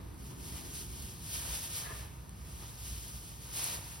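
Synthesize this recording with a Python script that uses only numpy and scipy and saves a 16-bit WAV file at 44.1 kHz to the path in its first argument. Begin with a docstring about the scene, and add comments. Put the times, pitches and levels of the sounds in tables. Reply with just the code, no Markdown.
"""In a barn, dry hay is pulled from a pile and stuffed into a net, twice. Countless stalks slide and crackle
and a few stems snap; the packed net adds a duller crunch. Heaved bundles thud, hand and net bump, and a boot
scuffs the floor once with a squeak as the net is shifted. Underneath lie a low rumble, a hum and a far drone
that dies away. The wooden walls add a short tail, and a closely spaced pair of microphones listens."""
import sys
import numpy as np
from scipy import signal
from scipy.fft import rfft, irfft
from scipy.io import wavfile

SR = 44100
rng = np.random.default_rng(int(sys.argv[2]) if len(sys.argv) > 2 else 0)


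def master(y):
    """Save y as 16-bit WAV."""
    cut = np.clip(np.atleast_2d(y).T, -1, 1)
    pcm = np.round(cut * 32767)  # scale
    wavfile.write(sys.argv[1], SR, pcm.astype(np.int16))


N = 176400
T = np.arange(N) / SR
HZ = np.maximum(np.arange(N // 2 + 1) * SR / N, 1)

# tone of each layer: frequency_hz, gain_db
RUMBLE_COLOUR = [(20, -34), (33, -33), (45, -9), (59, -2), (75, -6.5), (110, -5.5), (165, -11), (230, -20),
                 (350, -22), (600, -33), (1000, -29), (1500, -37), (3000, -42.5), (15000, -42)]
DRONE_COLOUR = [(100, -21), (190, 0), (320, 0.5), (420, -4), (560, -35), (1500, -32)]
THUD_COLOUR = [(25, -29), (45, -5), (58, 9), (80, 0.5), (120, -19), (250, -16), (800, -63)]
BUMP_COLOUR = [(100, -23), (300, -6.5), (700, 0), (1100, 0.5), (1600, -10.5), (3000, -6.5), (8000, -15)]
CRUNCH_COLOUR = [(150, -7), (400, -4), (650, -4.5), (950, -1), (1400, -7.5), (2500, -6.5), (4000, -10),
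                 (9000, -41)]
STALK_COLOUR = [(300, -13), (900, -10.5), (2000, -9.5), (3000, -1.7), (4100, -3), (5200, -.3), (6100, -1),
                (7000, 1.9), (9700, 0.9), (11200, -0.5), (13000, -3.5), (15500, 0)]
# resonances of the barn and of the scuff: pitch_hz, width_hz, gain_db
BARN_MODES = [(340, 9.2, 2), (481, 32, 3.5), (655, 68, 3.5), (932, 106, 3.5), (1226, 64, 5),
              (1503, 66, 4.5), (1800, 270, 2.5)]
SCUFF_MODES = [(390, 130, -2), (608, 59, -3), (1050, 110, -2), (1196, 65, -0.5), (1675, 75, -1),
               (1950, 55, -10), (2520, 140, -16)]
# heaves of the bundles, and a boot's two jerks on the floor: centre_s, half_length_s, level_db
THUDS = [(1.01, 0.073, -43.5), (1.45, 0.082, -42), (2.92, 0.04, -43), (3.17, 0.096, -47.5)]
SCUFF_JERKS = [(1.865, 0.016, -47.5), (1.911, 0.021, -49)]
# bumps of hand and net: start_s, level_db
BUMPS = [(0.301, -52.5), (2.618, -49.5), (3.315, -58), (3.451, -56)]
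# bend of the squeak on the scuff: time_s, pitch_hz
SQUEAK_BEND = [(1.85, 1745), (1.885, 1685), (1.925, 1748)]
# single stems breaking: start_s, peak_db, pitch_hz, width_hz
SNAPS = [(0.144, -43, 10500, 4950), (1.023, -33.5, 9400, 3000), (1.264, -35, 9550, 3020),
         (2.294, -35.5, 9600, 7000), (3.6423, -18, 9400, 1100)]
# envelope of the packed bundle's crunch: time_s, level_db
CRUNCH_ENVELOPE = [(0, -64), (.25, -76.5), (.58, -59), (.8, -73), (1.28, -71), (1.47, -52.5), (1.67, -63),
                   (1.82, -56.5), (2.0, -56.5), (2.25, -72.5), (2.55, -64), (2.9, -70), (3.35, -75),
                   (3.52, -61), (3.61, -51.5), (3.75, -52), (3.81, -58), (4, -64.5)]
# how hard the hay is worked in each move: time_s, level_db
FIRST_PULL = [(0, -69.5), (.15, -72), (.2, -59), (.3, -56), (.35, -59.5), (.5, -49), (.72, -52.5),
              (.765, -47.5), (.8, -45.5), (.84, -51), (.94, -52), (1.0, -48), (1.2, -56)]
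FIRST_STUFFING = [(1.27, -49), (1.345, -43), (1.405, -46), (1.455, -43.7), (1.495, -46.5), (1.56, -40.5),
                  (1.61, -48), (1.645, -44), (1.69, -47), (1.751, -41), (1.791, -41.5), (1.9, -55),
                  (1.99, -52.5), (2.1, -64), (2.3, -65)]
SECOND_PULL = [(2.37, -62.5), (2.5, -56.5), (2.67, -53.5), (2.77, -57), (2.88, -48), (2.96, -49.5),
               (3.15, -51), (3.4, -56), (3.5, -52)]
SECOND_STUFFING = [(3.571, -42), (3.63, -39.5), (3.69, -41.5), (3.751, -42), (3.795, -54), (3.94, -50.5),
                   (4, -55)]
# how alike the two microphones sound (capped at 0.99 in use): frequency_hz, likeness
MIC_LIKENESS = [(60, 1.2), (160, 0.78), (350, 0.37), (700, 0.24), (1500, 0.05), (2450, 0.76), (3500, 0.25),
                (4600, 0.86), (6000, 0.47), (7000, 1.13), (8800, 2), (11000, 0.5), (12800, 11),
                (14300, 1.5)]
# phase between the microphones: frequency_hz, left_lead_rad
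MIC_PHASE = [(5500, 0), (6600, -2.7), (7300, -3.14), (9000, -4.4), (10900, -6.28), (12800, -7.9),
             (14400, -9.42), (15800, -10.3)]
# stereo balance: frequency_hz, left_minus_right_db
MIC_BALANCE = [(60, -2), (500, -0.5), (1700, 0.5), (3400, 3.3), (4600, 0.9), (6100, 3.3), (6900, -0.5)]

RUMBLE_DB, RUMBLE_FADE_DB_PER_S = -48, .5
HUM_HZ, HUM_DB = 59.44, -56
DRONE_DB, DRONE_FADE_START_S, DRONE_FADE_END_S = -56, .79, 1.55
BARN_T60_S, HAY_WET_DB, SCUFF_WET_DB = .75, -10.5, -5
BUMP_ATTACK_S, BUMP_DECAY_S, SNAP_DECAY_S = .0029, .03, .0008
SQUEAK_DB, SQUEAK_WAVER = -6.5, .018   # relative to the scrape; share of the pitch
CRUNCH_DB, CRUNCHES_PER_S, CRUNCH_SPREAD_DB, CRUNCH_RING_S = 1.5, 2500, .5, .0088
STALK_DB, STALKS_PER_S, STALK_SPREAD_DB, STALK_RING_S = 4, 7000, 1, .0025
DENSITY_FOLLOWS_EFFORT, SLIDE_DB = .4, 2.5   # sliding hiss is relative to the crackle
CLUMP_DB, CLUMP_RATE_HZ = 1.13, 8.4


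def from_db(db):
    """Decibels to gain."""
    return 10 ** (np.asarray(db) / 20)


def unit_rms(x):
    """Scale to unit rms."""
    return x / np.sqrt(np.mean(x ** 2) + 1e-20)


def in_time(rows):
    """A control curve at every sample."""
    return np.interp(T, *np.transpose(rows))


def at_hz(points):
    """A table read on a log-frequency axis."""
    hz, value = np.transpose(points)
    return np.interp(np.log(HZ), np.log(hz), value)


def colour(x, spectrum):
    """Equalise a sound and bring it to unit rms."""
    return unit_rms(irfft(rfft(x) * from_db(at_hz(spectrum)), N))


def drift(rate_hz):
    """A random wobble of unit rms, mostly slower than rate_hz."""
    return unit_rms(irfft(rfft(rng.standard_normal(N)) / (1 + (HZ / rate_hz) ** 2), N))


def swells(rows):
    """Bell-shaped rises and falls of level."""
    return sum(from_db(db) * np.exp(-((T - centre_s) / half_s) ** 2) for centre_s, half_s, db in rows)


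def resonate(x, hz, width_hz):
    """A resonance with gain 1 at its peak."""
    radius = np.exp(-np.pi * width_hz / SR)
    feedback = [1, -2 * radius * np.cos(2 * np.pi * hz / SR), radius ** 2]
    return signal.lfilter(np.array([1, 0, -1]) * (1 - radius ** 2) / 2, feedback, x + 1e-18)


def clicks(per_s, spread_db):
    """Two unrelated trains of random clicks, mostly small, a few larger."""
    sizes = from_db(spread_db * np.minimum(rng.exponential(1, (2, N)), 5))
    return sizes * rng.choice([-1, 1], (2, N)) * (rng.random((2, N)) < per_s / SR)


def crackle(train, low_hz, high_hz, ring_s, stalks=20):
    """Each click rings briefly in one of many stalks of different pitch."""
    struck = rng.integers(0, stalks, N)
    width_hz = np.log(1000) / (np.pi * ring_s)
    pitches = np.linspace(low_hz, high_hz, stalks)
    return sum(resonate(train * (struck == k), hz, width_hz) for k, hz in enumerate(pitches))


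def room_tone():
    """The bed: the barn's slowly easing rumble, a low hum and a far drone that fades out."""
    rumble_gain = from_db(RUMBLE_DB - RUMBLE_FADE_DB_PER_S * (T - T.mean()))
    rumble = rumble_gain * colour(rng.standard_normal((2, N)), RUMBLE_COLOUR)
    drone = from_db(DRONE_DB) * colour(rng.standard_normal((2, N)), DRONE_COLOUR)
    hum = from_db(HUM_DB) * unit_rms(np.sin(2 * np.pi * HUM_HZ * T + drift(rate_hz=1)))
    return rumble + hum + drone * np.interp(T, [DRONE_FADE_START_S, DRONE_FADE_END_S], [1, 0])


def barn_reverb(x, wet_db):
    """The wooden walls add a short diffuse tail after a 5 ms pre-delay."""
    t = T[:SR // 2]
    tail = rng.standard_normal((2, len(t))) * from_db(-60 * t / BARN_T60_S) * (t > .005)
    tail /= np.sqrt(np.sum(tail ** 2, axis=1, keepdims=True))
    return x + from_db(wet_db) * signal.fftconvolve(x, tail, axes=1)[:, :N]


def microphones(mid_side):
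    """The close pair turns mid (row 0) and side (row 1) into left and right, band by band."""
    mid, side = rfft(mid_side)
    likeness = np.clip(at_hz(MIC_LIKENESS), -.99, .99)
    sign = np.array([[1], [-1]])   # left, right
    stereo = np.sqrt((1 + likeness) / 2) * mid + sign * np.sqrt((1 - likeness) / 2) * side
    balance = from_db(sign * at_hz(MIC_BALANCE) / 2)
    phase = np.exp(.5j * sign * at_hz(MIC_PHASE))
    return irfft(stereo * balance * phase, N)


def handling():
    """Heaved bundles thud softly; hand and net bump with a short dull rustle."""
    thuds = colour(rng.standard_normal((2, N)), THUD_COLOUR) * swells(THUDS)
    rustle = colour(clicks(CRUNCHES_PER_S, CRUNCH_SPREAD_DB), BUMP_COLOUR)
    envelope = np.zeros(N)
    for start_s, db in BUMPS:
        age_s = np.maximum(T - start_s, 0)
        envelope += from_db(db) * np.minimum(age_s / BUMP_ATTACK_S, 1) * np.exp(-age_s / BUMP_DECAY_S)
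    return thuds + envelope * rustle


def boot_scuff():
    """A boot scuffs the floor: uneven slips excite a few resonances and lock into a rough squeak."""
    slips = clicks(per_s=1800, spread_db=4)
    scrape = unit_rms(sum(from_db(db) * resonate(slips, hz, width) for hz, width, db in SCUFF_MODES))
    pitch_hz = in_time(SQUEAK_BEND) * (1 + SQUEAK_WAVER * drift(rate_hz=164))
    tone = np.sin(2 * np.pi * np.cumsum(pitch_hz) / SR)
    squeak = unit_rms(np.outer([1, 0], tone))   # mid only
    return (scrape + from_db(SQUEAK_DB) * squeak) * swells(SCUFF_JERKS)


def stem_snaps():
    """A breaking stem gives a bright tick about a millisecond long, sharp or slightly ringing."""
    ticks = np.zeros((2, N))
    t = T[:SR // 100]
    for start_s, peak_db, hz, width_hz in SNAPS:
        burst = rng.standard_normal(len(t)) * np.exp(-t / SNAP_DECAY_S)
        tick = resonate(burst, hz, width_hz)
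        start = int(start_s * SR)
        ticks[0, start:start + len(t)] += from_db(peak_db) * tick / np.abs(tick).max()   # mid only
    return ticks


def packed_hay():
    """The squeezed bundle crunches lower than loose hay and rings a little longer."""
    train = clicks(CRUNCHES_PER_S, CRUNCH_SPREAD_DB)
    grains = crackle(train, low_hz=233, high_hz=4490, ring_s=CRUNCH_RING_S)
    return colour(grains, CRUNCH_COLOUR) * from_db(CRUNCH_DB + in_time(CRUNCH_ENVELOPE))


def loose_hay():
    """Stalks crackle and slide in uneven clumps; more effort makes them louder and denser."""
    effort_db = in_time(FIRST_PULL + FIRST_STUFFING + SECOND_PULL + SECOND_STUFFING)
    density = from_db(DENSITY_FOLLOWS_EFFORT * (effort_db - effort_db.mean()))
    train = clicks(STALKS_PER_S * density, STALK_SPREAD_DB) / np.sqrt(density)   # power stays even
    grains = crackle(train, low_hz=830, high_hz=15400, ring_s=STALK_RING_S)
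    slide = from_db(SLIDE_DB) * rng.standard_normal((2, N))
    clumps_db = CLUMP_DB * drift(CLUMP_RATE_HZ)
    return colour(unit_rms(grains) + slide, STALK_COLOUR) * from_db(STALK_DB + effort_db + clumps_db)


def scene():
    """Hay, scuff and room tone, tinted by the barn's resonances, at the microphones."""
    hay = barn_reverb(loose_hay() + packed_hay() + stem_snaps() + handling(), HAY_WET_DB)
    mix = hay + barn_reverb(boot_scuff(), SCUFF_WET_DB) + room_tone()
    barn_ring = sum((from_db(db) - 1) * resonate(mix, hz, width) for hz, width, db in BARN_MODES)
    return microphones(mix + barn_ring)


def record(dry):
    """A steep low-pass takes off the top above 15.9 kHz."""
    return signal.sosfiltfilt(signal.ellip(10, .05, 60, 15900, fs=SR, output="sos"), dry)


dry = scene()
out = record(dry)
master(out)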